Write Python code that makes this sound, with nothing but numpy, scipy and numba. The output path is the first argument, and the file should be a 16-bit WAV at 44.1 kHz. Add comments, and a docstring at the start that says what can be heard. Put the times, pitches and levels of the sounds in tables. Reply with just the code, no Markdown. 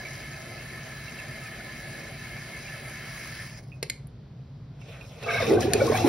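"""A fill jet hisses and rings in the overflow tube first, over a fan rumbling in the bathroom; a phone is held
just above the open toilet tank. The valve shuts with a ping, plastic clacks and the lever lifts the seal; air
slurps through the gap, then water gulps and rushes out with bursts of spray. Water, air and fan are shaped
noise, clacks and bursts are noise through resonances, bubbles are decaying sines; the picture is stereo."""
import sys
import numpy as np
from scipy import signal
from scipy.fft import rfft, irfft, next_fast_len
from scipy.io import wavfile
from scipy.ndimage import uniform_filter1d
from numba import njit

SR = 44100
rng = np.random.default_rng(int(sys.argv[2]) if len(sys.argv) > 2 else 0)


def master_out(mix):
    """Clip the mix to full scale and print it as 16-bit PCM to the path in sys.argv[1]."""
    frames = np.transpose(np.atleast_2d(mix))
    ceiling = np.clip(frames, -1, 1)
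    pcm = np.round(ceiling * 32767).astype(np.int16)
    wavfile.write(sys.argv[1], SR, pcm)


N = 268348
T = np.arange(N) / SR
SIZE = next_fast_len(N + SR // 2)  # transform length, padded against wrap-around
HZ = np.maximum(np.arange(SIZE // 2 + 1) * SR / SIZE, 1)
SLURP_S, BABBLE_FROM_S = 5.245, 5.4  # air breaks past the seal; the outlet starts to babble


def amp(db):
    """Gain of a level in dB."""
    return 10 ** (np.asarray(db) / 20)


def unit(x):
    """Scale to rms 1."""
    return x / np.sqrt(np.mean(x ** 2))


def ramp(from_s, takes_s):
    """Rises in a straight line from 0 to 1."""
    return np.clip((T - from_s) / takes_s, 0, 1)


def gains(table, column, edge_s=0.037):
    """A dB column as gain over time, fading to silence just outside its table."""
    s = np.array(table)[:, 0]
    inside = np.clip(np.minimum(T - s[0], s[-1] - T) / edge_s + 1, 0, 1)
    return amp(np.interp(T, s, np.array(table)[:, column])) * inside


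def on_hz(table, column=1):
    """A dB column as gain over frequency, silent outside its table."""
    rows = np.array(table)
    return amp(np.interp(np.log(HZ), np.log(rows[:, 0]), rows[:, column], -200, -200))


def resonances(table):
    """Gain over frequency of (Hz, width, dB) peaks, their powers summed."""
    return np.sqrt(sum(amp(2 * db) / (1 + (2 * (HZ - hz) / width) ** 2) for hz, width, db in table))


def walk(rate):
    """Random levels held 1 / rate s and slewed twice."""
    k = int(SR / rate)
    steps = np.repeat(rng.standard_normal(N // k + 1), k)
    return uniform_filter1d(uniform_filter1d(steps, k), k)[:N]


def noise(gain, flicker_db, rate, count=6, grain_db=0.):
    """Two unrelated noises of one colour, cut in bands that flicker alone; grains make it spitty."""
    grain = uniform_filter1d(rng.standard_normal(N), size=40) * np.sqrt(40)
    white = rng.standard_normal((2, N)) * amp(grain_db * grain)
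    spectrum = rfft(white, SIZE) * gain
    live = np.log(HZ[gain > gain.max() / 1000])
    place = np.clip((np.log(HZ) - live[0]) / (live[-1] - live[0]), 0, 1) * (count - 1)
    bands = (irfft(spectrum * np.clip(1 - abs(place - k), 0, 1), SIZE)[:, :N] for k in range(count))
    return unit(sum(band * amp(flicker_db * walk(rate)) for band in bands))


@njit
def sweep(x, hz, width):
    """State-variable band-pass whose centre moves."""
    y, b, l = np.empty(len(x)), 0., 0.
    for i in range(len(x)):
        g, k = np.tan(np.pi * hz[i] / SR), width / hz[i]
        v = (b + g * (x[i] - l)) / (1 + g * (g + k))
        b, l, y[i] = 2 * v - b, l + 2 * g * v, k * v
    return y


def ring(air, hz, width):
    """Both views through one steep resonance, steady or moving, at rms 1."""
    hz, width = hz * np.ones(N), float(width)
    return unit(np.array([sweep(sweep(x, hz, width), hz, width) for x in air]))


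def add(out, s, x):
    """Mix x into out from time s."""
    i = int(s * SR)
    out[i:i + len(x)] += x[:N - i]


def tails(t60, db):
    """Two unrelated noise tails that fade by 60 dB in t60, with energy set in dB."""
    t = T[:SR // 2]
    tail = rng.standard_normal((2, len(t))) * 1000 ** (-t / t60) * (1 - np.exp(-t / 0.0011))
    return amp(db) * tail / np.sqrt(np.sum(tail[0] ** 2))


FAN_DB = -43.5
# Colour of the bathroom fan: (frequency [Hz], relative density [dB per Hz])
FAN_COLOUR = [(15, -63.5), (28, -28), (55, -15.5), (85, -19), (110, -7), (140, -3), (200, -17.5),
              (340, -30), (700, -34), (1300, -39), (3000, -47.5), (5000, -52), (6500, -63), (10000, -83),
              (15800, -76)]


def fan():
    """The bathroom fan is a low, nearly steady noise."""
    return amp(FAN_DB) * noise(on_hz(FAN_COLOUR), flicker_db=0.5, rate=4.5, count=8)


ROOM_T60_S, ROOM_HZ = 0.28, 5000


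def room(x, wet_db):
    """Tiled walls give single sounds a dull tail; the second view gets a quick echo off the tank wall."""
    dull = signal.lfilter(*signal.butter(1, ROOM_HZ, fs=SR), tails(ROOM_T60_S, wet_db))
    wall_echo = -np.roll(x, int(.0004 * SR))
    return signal.fftconvolve(x[None], dull, axes=1)[:, :N] + np.array([x, wall_echo])


TANK_T60_S, TANK_DB = 0.11, -7


def tank(water):
    """The hard tank walls comb the splashing water with a short, dense tail."""
    return water + signal.fftconvolve(water, tails(TANK_T60_S, TANK_DB), axes=1)[:, :N]


# Valve seat ping: (frequency [Hz], level [dB], t60 [s])
VALVE_MODES = [(2517, 0, .14), (2655, -4, .08), (2400, -3, .04)]
# Lever body: (frequency [Hz], level [dB])
LEVER_MODES = [(1400, -9), (1930, -11), (2280, -4), (2480, 0), (2670, 0)]
# Slips of the lever in its pivot: (time [s], peak level [dB])
LEVER_SLIPS = [(4.814, -41), (4.886, -40), (5.0105, -34.5), (5.048, -46), (5.2275, -28.5)]
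PING_S, PING_DB = 3.7187, -42  # the valve seats
LEVER_T60_S, SCRAPE_S = .05, .004


def ticks():
    """The valve pings as it seats; the lever slips in its pivot, a short scrape through its modes."""
    out, t = np.zeros(N), T[:SR // 5]

    def ringing(hz, db, t60):
        return amp(db) * np.sin(2 * np.pi * hz * t) * 1000 ** (-t / t60)

    ping = sum(ringing(*mode) for mode in VALVE_MODES) * (1 - np.exp(-t * 1000))
    add(out, PING_S, amp(PING_DB) * ping)
    body = sum(ringing(hz, db, LEVER_T60_S) for hz, db in LEVER_MODES)
    chances = rng.standard_normal((len(LEVER_SLIPS), len(t)))
    for (s, db), chance in zip(LEVER_SLIPS, chances):
        scrape = chance * np.exp(-t / SCRAPE_S)
        blow = signal.fftconvolve(body, scrape)[:len(t)]
        add(out, s, amp(db) * blow / abs(blow).max())
    return out


# Plastic clacks, and bursts of spray and splashes during the flush:
# (time [s], peak level [dB], strongest frequency [Hz], t60 of the noise [s])
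CLACKS_AND_BURSTS = [(3.828, -16.5, 2480, 0.027), (3.8987, -17.5, 3530, 0.021),
                     (4.071, -52.5, 10500, 0.018), (5.234, -37, 3950, 0.03), (5.606, -28, 5460, 0.042),
                     (5.63, -32, 3000, .04), (5.7345, -10, 3400, 0.018), (5.867, -30, 5470, 0.037)]
# Broad resonances that colour them: (frequency [Hz], width [Hz], level [dB])
BROAD_MODES = [(420, 400, 26), (717, 720, 8.5), (1364, 560, -6), (1800, 250, -3), (2160, 200, -2.5),
               (2440, 360, -6), (3190, 1200, -2.5), (4080, 490, -9.5), (4800, 510, -11), (5670, 1200, -8),
               (7400, 1900, -33), (10160, 1800, -29)]
STRONG_DB, STRONG_ROLL_DB = -18, 5  # events this strong ring all modes (roll-off in dB per squared octave)
ROLL_PER_DB = 4.5  # weaker ones ring a narrower band


def clacks_and_bursts():
    """Each clack, burst or splash is a short fading noise through the same set of broad resonances."""
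    out, t = np.zeros(N), T[:SR // 8]
    chances = rng.standard_normal((len(CLACKS_AND_BURSTS), len(t)))
    for (s, db, best_hz, t60), chance in zip(CLACKS_AND_BURSTS, chances):
        roll_db = STRONG_ROLL_DB + ROLL_PER_DB * max(STRONG_DB - db, 0)
        fading, event = chance * 1000 ** (-t / t60), 0
        for hz, width, mode_db in BROAD_MODES:
            section = np.concatenate(signal.iirpeak(hz, hz / width / 2.08, SR))
            gain = amp(mode_db - roll_db * np.log2(hz / best_hz) ** 2) / np.sqrt(width)
            event = event + gain * signal.sosfilt([section, section], fading)
        add(out, s, amp(db) * event / abs(event).max())
    return out


# Strength of the fill jet: (time [s], level [dB])
JET_LEVEL = [(0, -40), (.3, -41), (2.8, -41), (3.2, -39.5), (3.42, -42), (3.565, -50), (3.59, -46.5),
             (3.62, -63), (3.64, -56), (3.67, -64.5), (3.78, -66)]
# Colour of its spray: (frequency [Hz], relative density [dB per Hz])
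SPRAY_COLOUR = [(800, -7), (1300, -2.5), (2300, -5), (3600, -17), (5000, -6.5), (6500, -12.5),
                (8000, -27.5), (10500, -19.5), (13000, -37.5), (15800, -12)]
# Colour of its splash at the bottom: (frequency [Hz], relative density [dB per Hz])
SPLASH_COLOUR = [(150, -18), (220, 2), (290, -4), (355, -1.5), (500, -11.5), (620, -3), (770, -4),
                 (950, -23), (1200, -54)]
PINCH_FROM_S, PINCH_S = 2.94, 0.44  # the closing valve narrows the jet
SPRAY_DB, SPRAY_PINCHED_DB = -12, -6.5  # relative to the jet, valve open and pinched
SPLASH_DB, SPLASH_PINCHED_DB, DRIP_DB = -12.5, -22, -62  # relative to the jet; the dribble that is left
PINCHED_HZ, PINCHED_WIDTH_HZ, PINCHED_DB = 5240, 1300, -15  # thin hiss, relative to the jet
# the nearly full tube rings broader, relative to the jet
WIDE_HZ, WIDE_WIDTH_HZ, WIDE_DB, WIDE_FROM_S = 2100, 450, -11, 2.5


def fill():
    """The jet sprays and splashes at the bottom; pinched, it hisses thinner and splashes less."""
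    jet, pinch = gains(JET_LEVEL, 1), ramp(PINCH_FROM_S, PINCH_S)
    spray_gain = jet * amp(SPRAY_DB + pinch * (SPRAY_PINCHED_DB - SPRAY_DB))
    spray = spray_gain * noise(on_hz(SPRAY_COLOUR), flicker_db=3.0, rate=22.0, grain_db=4.0, count=10)
    thin_gain = jet * pinch * amp(PINCHED_DB + 2.7 * walk(25.04))
    thin = thin_gain * ring(rng.standard_normal((2, N)), PINCHED_HZ, PINCHED_WIDTH_HZ)
    wide_gain = jet * ramp(WIDE_FROM_S, 0.28) * amp(WIDE_DB + 2.2 * walk(30.14))
    wide = wide_gain * ring(rng.standard_normal((2, N)), WIDE_HZ, WIDE_WIDTH_HZ)
    dribble_gain = amp(DRIP_DB) * (1 - ramp(JET_LEVEL[-1][0], 0.41))
    splash_gain = jet * amp(SPLASH_DB + pinch * (SPLASH_PINCHED_DB - SPLASH_DB)) + dribble_gain
    splash = splash_gain * noise(on_hz(SPLASH_COLOUR), flicker_db=2.5, rate=20, count=4)
    return spray + thin + wide + splash


# Resonances of the overflow tube: (frequency [Hz], width [Hz], level [dB])
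TUBE_MODES = [(1028, 17, -10), (1302, 29.6, -6.5), (1735, 74, 2), (2151, 74, -0.5), (2296, 43, -7),
              (2530, 126, -15), (2680, 58, -11.5), (3050, 130, -17.5), (3985, 160, -18.5), (4690, 115, -21)]
TUBE_WAVER, TUBE_FLICKER_DB = .009, 1.7  # drift as the jet wets the tube (share of pitch); level flicker
TUBE_FALLS_S, TUBE_FALL_TAKES_S = 3.52, 0.16  # the dying jet no longer blows the tube


def tube():
    """The jet blows the overflow tube; each resonance wavers in pitch and level alone."""
    air, rings = rng.standard_normal((2, N)), 0
    for k, (hz, width, db) in enumerate(TUBE_MODES):
        pitch = hz * (1 + TUBE_WAVER * walk(5.98))
        shifted = np.roll(air, 9001 * k, axis=1)  # keeps the resonances unrelated
        tone = np.array([sweep(x, pitch, float(width)) for x in shifted])
        rings = rings + amp(db + TUBE_FLICKER_DB * walk(22.02)) * tone
    return gains(JET_LEVEL, 1) * (1 - ramp(TUBE_FALLS_S, TUBE_FALL_TAKES_S)) * unit(rings)


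# Air column under the seal: (frequency [Hz], width [Hz], level [dB])
GAP_MODES = [(467, 53, -35), (692, 50, -36.5), (1233, 135, -35), (1566, 160, -34.5), (2207, 160, -33.5),
             (2540, 250, -35), (3840, 280, -44.5), (5510, 400, -51.5)]
SLURP_ATTACK_S, SLURP_HOLD_S, SLURP_FADE_DB_PER_S, SLURP_ENDS_S = 0.016, 0.11, 160, 5.55
LIFT_S, LIFT_TAKES_S, LIFT_LENGTH = 5.37, 0.052, 1.045  # seal comes free; final column length over first
DROWNED_HZ = 1000  # resonances below this drown as the seal comes free
SLURP_LATE_S_PER_KHZ, FADE_HALVES_HZ = 0.012, 2500  # higher resonances speak later and last longer


def slurp():
    """Air torn through the gap rings a column that lengthens as the seal lifts; each resonance sputters alone."""
    length = 1 + (LIFT_LENGTH - 1) * ramp(LIFT_S, LIFT_TAKES_S)
    air, out = rng.standard_normal((2, N)), 0
    fade_db = SLURP_FADE_DB_PER_S * np.maximum(T - SLURP_S - SLURP_ATTACK_S - SLURP_HOLD_S, 0)
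    for hz, width, db in GAP_MODES:
        speaks = ramp(SLURP_S + SLURP_LATE_S_PER_KHZ * hz / 1000, SLURP_ATTACK_S)
        drowned = (hz < DROWNED_HZ) * ramp(LIFT_S, 0.018)
        level_db = db + 4.2 * walk(110) - fade_db / (1 + (hz / FADE_HALVES_HZ) ** 2)
        out = out + speaks * (1 - drowned) * amp(level_db) * ring(air, hz / length, width)
    return out * (1 - ramp(SLURP_ENDS_S, 0.027))


# Single bubbles and gulps of air: (time [s], level near the peak [dB], starting pitch [Hz])
AIR_POCKETS = [(.0513, -31.5, 2290), (1.08, -40, 2680), (1.197, -38.5, 2500), (1.458, -37.5, 2450),
               (1.601, -38, 1490), (2.655, -36, 2385), (5.24, -35, 2620), (5.26, -33, 1230),
               (5.379, -26, 1606), (5.379, -24, 2220), (5.419, -29, 1595), (5.402, -22, 652),
               (5.424, -18.5, 494), (5.493, -20, 338), (5.508, -19, 364), (5.518, -11.5, 377),
               (5.533, -24, 373), (5.5705, -25, 1535), (5.578, -23, 720), (5.588, -30, 1090),
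               (5.604, -25, 715), (5.664, -26, 760), (5.627, -28, 1720), (5.649, -19, 345),
               (5.679, -19, 384), (5.75, -17, 395), (5.802, -26, 2286), (5.8062, -24, 1464),
               (5.816, -11.5, 552), (5.8755, -22.5, 1083), (5.897, -15, 432), (5.919, -19.5, 610),
               (5.9186, -24.5, 1046), (5.938, -29, 2250), (5.944, -20, 722), (5.9488, -25.5, 1094),
               (5.9506, -25, 2330), (5.972, -31, 2555), (6.002, -33, 2700), (6.044, -13.5, 270),
               (6.056, -35, 2330), (6.064, -18.5, 357)]
GULP_T60_S, T60_S_PER_KHZ2 = 0.043, 0.0075  # small bubbles ring longer
RISE_OCTAVES_PER_S, STEADY_HZ = 1.5, 1100  # large pockets rise; well above this pitch they hold still


def bubbles():
    """A pocket of air swells, rings unevenly and rises in pitch as it nears the surface."""
    out, t = np.zeros(N), T[:SR // 4]
    chances = rng.standard_normal((len(AIR_POCKETS), len(t)))
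    for (s, db, hz), chance in zip(AIR_POCKETS, chances):
        t60 = GULP_T60_S + T60_S_PER_KHZ2 * (hz / 1000) ** 2
        rise = RISE_OCTAVES_PER_S * np.exp(-(hz / STEADY_HZ) ** 2)
        swell = (1 - np.exp(-t * np.sqrt(hz) / 0.052)) ** 2  # large pockets take longer
        wobble = unit(uniform_filter1d(uniform_filter1d(chance, size=200), size=200))
        shape, uneven_db = swell * 1000 ** (-t / t60), 1.5 * wobble[::-1]
        pitch = hz * 2 ** (rise * t) + 14 * wobble
        tone = np.sin(2 * np.pi * np.cumsum(pitch) / SR)
        add(out, s, amp(db + uneven_db) * shape / shape.max() * tone)
    return out


def babble(start_s, end_s, low_hz, octaves, cycles, glide, count):
    """Small bubbles at random moments, each a short rising chirp."""
    out, t = np.zeros(N), T[:SR // 12]
    for when, pitch, size in rng.random((count, 3)):
        hz = low_hz * 2 ** (octaves * pitch)
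        shape = np.exp(-t * hz / cycles) * (1 - np.exp(-t * hz / 2))
        tone = np.sin(2 * np.pi * hz * t * (1 + glide * t)) * shape
        add(out, start_s + when * (end_s - start_s), tone * (1 - size) ** -.3)  # a few are much louder
    return out


# Water through the lifting seal: (time [s], level [dB])
RUSH_LEVEL = [(4.72, -77), (4.8, -58.5), (4.9, -52), (5.2, -51), (5.29, -40.5), (5.42, -37), (5.54, -38),
              (5.575, -48), (5.62, -34), (5.7, -43), (5.79, -37.5), (5.82, -37), (5.9, -37), (5.97, -32.5),
              (6.03, -36.5), (6.085, -30)]


def froth():
    """Flecks in the overflow tube while it fills; crowds of bubbles and spatter once the tank drains."""
    end_s, jet_end_s = N / SR, JET_LEVEL[-1][0]
    flecks = babble(0, jet_end_s, low_hz=1600, octaves=.75, cycles=30, glide=.8, count=70)
    crowd = babble(BABBLE_FROM_S, end_s, low_hz=381.5, octaves=2.8, cycles=6.0, glide=3.84, count=200)
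    gliding = amp(-3) * babble(SLURP_S, end_s, low_hz=700, octaves=1.9, cycles=12, glide=1.5, count=200)
    spatter = amp(-8) * babble(SLURP_S, end_s, low_hz=3000, octaves=1.1, cycles=12, glide=6, count=220)
    return amp(-5) * gains(JET_LEVEL, 1) * flecks + gains(RUSH_LEVEL, 1) * (crowd + gliding + spatter)


# Colour of the rushing water: (frequency [Hz], relative density [dB per Hz])
WATER_COLOUR = [(400, -4), (700, -2), (950, -11), (1700, -6), (2000, -8.5), (2600, -5), (3100, -13.5),
                (4000, -13.5), (4750, -22), (5400, -12.5), (6300, -18), (8000, -18.5), (10500, -18.5),
                (13000, -24), (15800, -15)]
# Gurgle of the outlet: (time [s], level [dB], cavity frequency [Hz])
OUTLET_GURGLE = [(5.24, -49.5, 473), (5.37, -52, 640), (5.41, -45, 564), (5.46, -33.5, 415),
                 (5.52, -23.5, 390), (5.62, -30, 304), (5.77, -31, 378), (5.92, -30, 342),
                 (5.98, -40.5, 300), (6.085, -24, 313)]
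# Resonances of the drain pipe: (frequency [Hz], width [Hz], level before squaring [dB])
DRAIN_MODES = [(103, 35, 3.5), (138, 39, -2), (231, 90, 0)]
FULL_DB = -35  # stronger flow is brighter: spray and mist at this level, and their dB per dB of flow
FLUSH_SPRAY_DB, SPRAY_SLOPE, MIST_DB, MIST_SLOPE = -44.5, 1.08, -54, 1.4
RUMBLE_S, RUMBLE_DB, RUMBLE_RISE_DB_PER_S = 5.47, -33.5, 77  # the drain pipe is full from this time
THROAT_HZ, THROAT_WIDTH_HZ, THROAT_DB = 730, 60, -5  # mouth of the outlet, relative to the rush


def flush():
    """Rush, spray and mist through the seal, the churning cavity of the outlet and the drain rumble."""
    low, high = 1 / np.sqrt(1 + (HZ / 3000) ** 8), 1 / np.sqrt(1 + (7000 / HZ) ** 8)
    colour, flow = on_hz(WATER_COLOUR), gains(RUSH_LEVEL, 1)
    fullness = flow / amp(FULL_DB)
    spray_gain = amp(FLUSH_SPRAY_DB) * fullness ** SPRAY_SLOPE
    mist_gain = amp(MIST_DB) * fullness ** MIST_SLOPE
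    rush = flow * noise(colour * low, flicker_db=5.5, rate=30, count=10)
    spray = spray_gain * noise(colour * (1 - low) * (1 - high), flicker_db=3, rate=45, grain_db=2.5)
    mist = mist_gain * noise(colour * high, flicker_db=3, rate=45, count=4, grain_db=2.5)
    cavity_hz = np.interp(T, *np.array(OUTLET_GURGLE)[:, [0, 2]].T)
    cavity = ring(rng.standard_normal((2, N)), cavity_hz, 250)
    churn = gains(OUTLET_GURGLE, 1) * amp(3.5 * walk(40)) * cavity
    rumble_gain = amp(RUMBLE_DB - RUMBLE_RISE_DB_PER_S * np.maximum(RUMBLE_S - T, 0))
    rumble = rumble_gain * noise(resonances(DRAIN_MODES) ** 2, flicker_db=-0.5, rate=16, count=2)
    throat_gain = flow * ramp(BABBLE_FROM_S, 0.044) * amp(THROAT_DB + 7.2 * walk(25))
    throat_hz = THROAT_HZ * (1 + 0.043 * walk(12))
    throat = throat_gain * ring(rng.standard_normal((2, N)), throat_hz, THROAT_WIDTH_HZ)
    return rush + spray + mist + churn + rumble + throat


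# Tone balance of the stereo picture: (frequency [Hz], level of sum [dB], level of difference [dB])
STEREO_BALANCE = [(60.5, 4, -56), (155, -1.5, -27.5), (349, 3, -6), (670, 0, -7), (1265, -2.5, -10),
                  (1865, -2.5, -27.5), (2640, -1.5, -7.5), (2810, -4, -4), (3075, 0, -5), (4540, 2.5, -1),
                  (5870, 2, -9.5), (6390, 2, 4), (7240, -25, 12), (8270, -27.5, 6), (8980, 5.5, 16),
                  (10400, 10.5, -31), (12850, 10, 6), (13300, -25.5, 13), (15000, -36.5, 9),
                  (15000, -3.5, -12)]


def stereo(field):
    """The first view sounds alike in both channels, the second with opposite sign."""
    table = [(1, 0.0035, -29)] + STEREO_BALANCE + [(SR / 2, 0, 0)]
    weights = np.array([on_hz(table, column=k) for k in (1, 2)])
    shared, apart = irfft(rfft(field, SIZE) * weights, SIZE)[:, :N]
    return np.array([shared + apart, shared - apart])


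ROOM_DB, BUBBLE_ROOM_DB = -8, -13  # room tail; bubbles and ticks are close and shut in by the tank


def scene():
    """Fan, tank water, air, clacks and bursts add up in two views, which become the stereo picture."""
    water = tank(fill() + flush())
    short_events = room(clacks_and_bursts(), ROOM_DB)
    close = room(ticks() + bubbles() + froth(), BUBBLE_ROOM_DB)
    return stereo(fan() + short_events + close + tube() + slurp() + water)


TOP_HZ = 15700


def record(dry):
    """The phone cuts the top with a steep low-pass."""
    return signal.sosfilt(signal.ellip(10, .2, 80, TOP_HZ, fs=SR, output="sos"), dry)


dry = scene()
out = record(dry)
master_out(out)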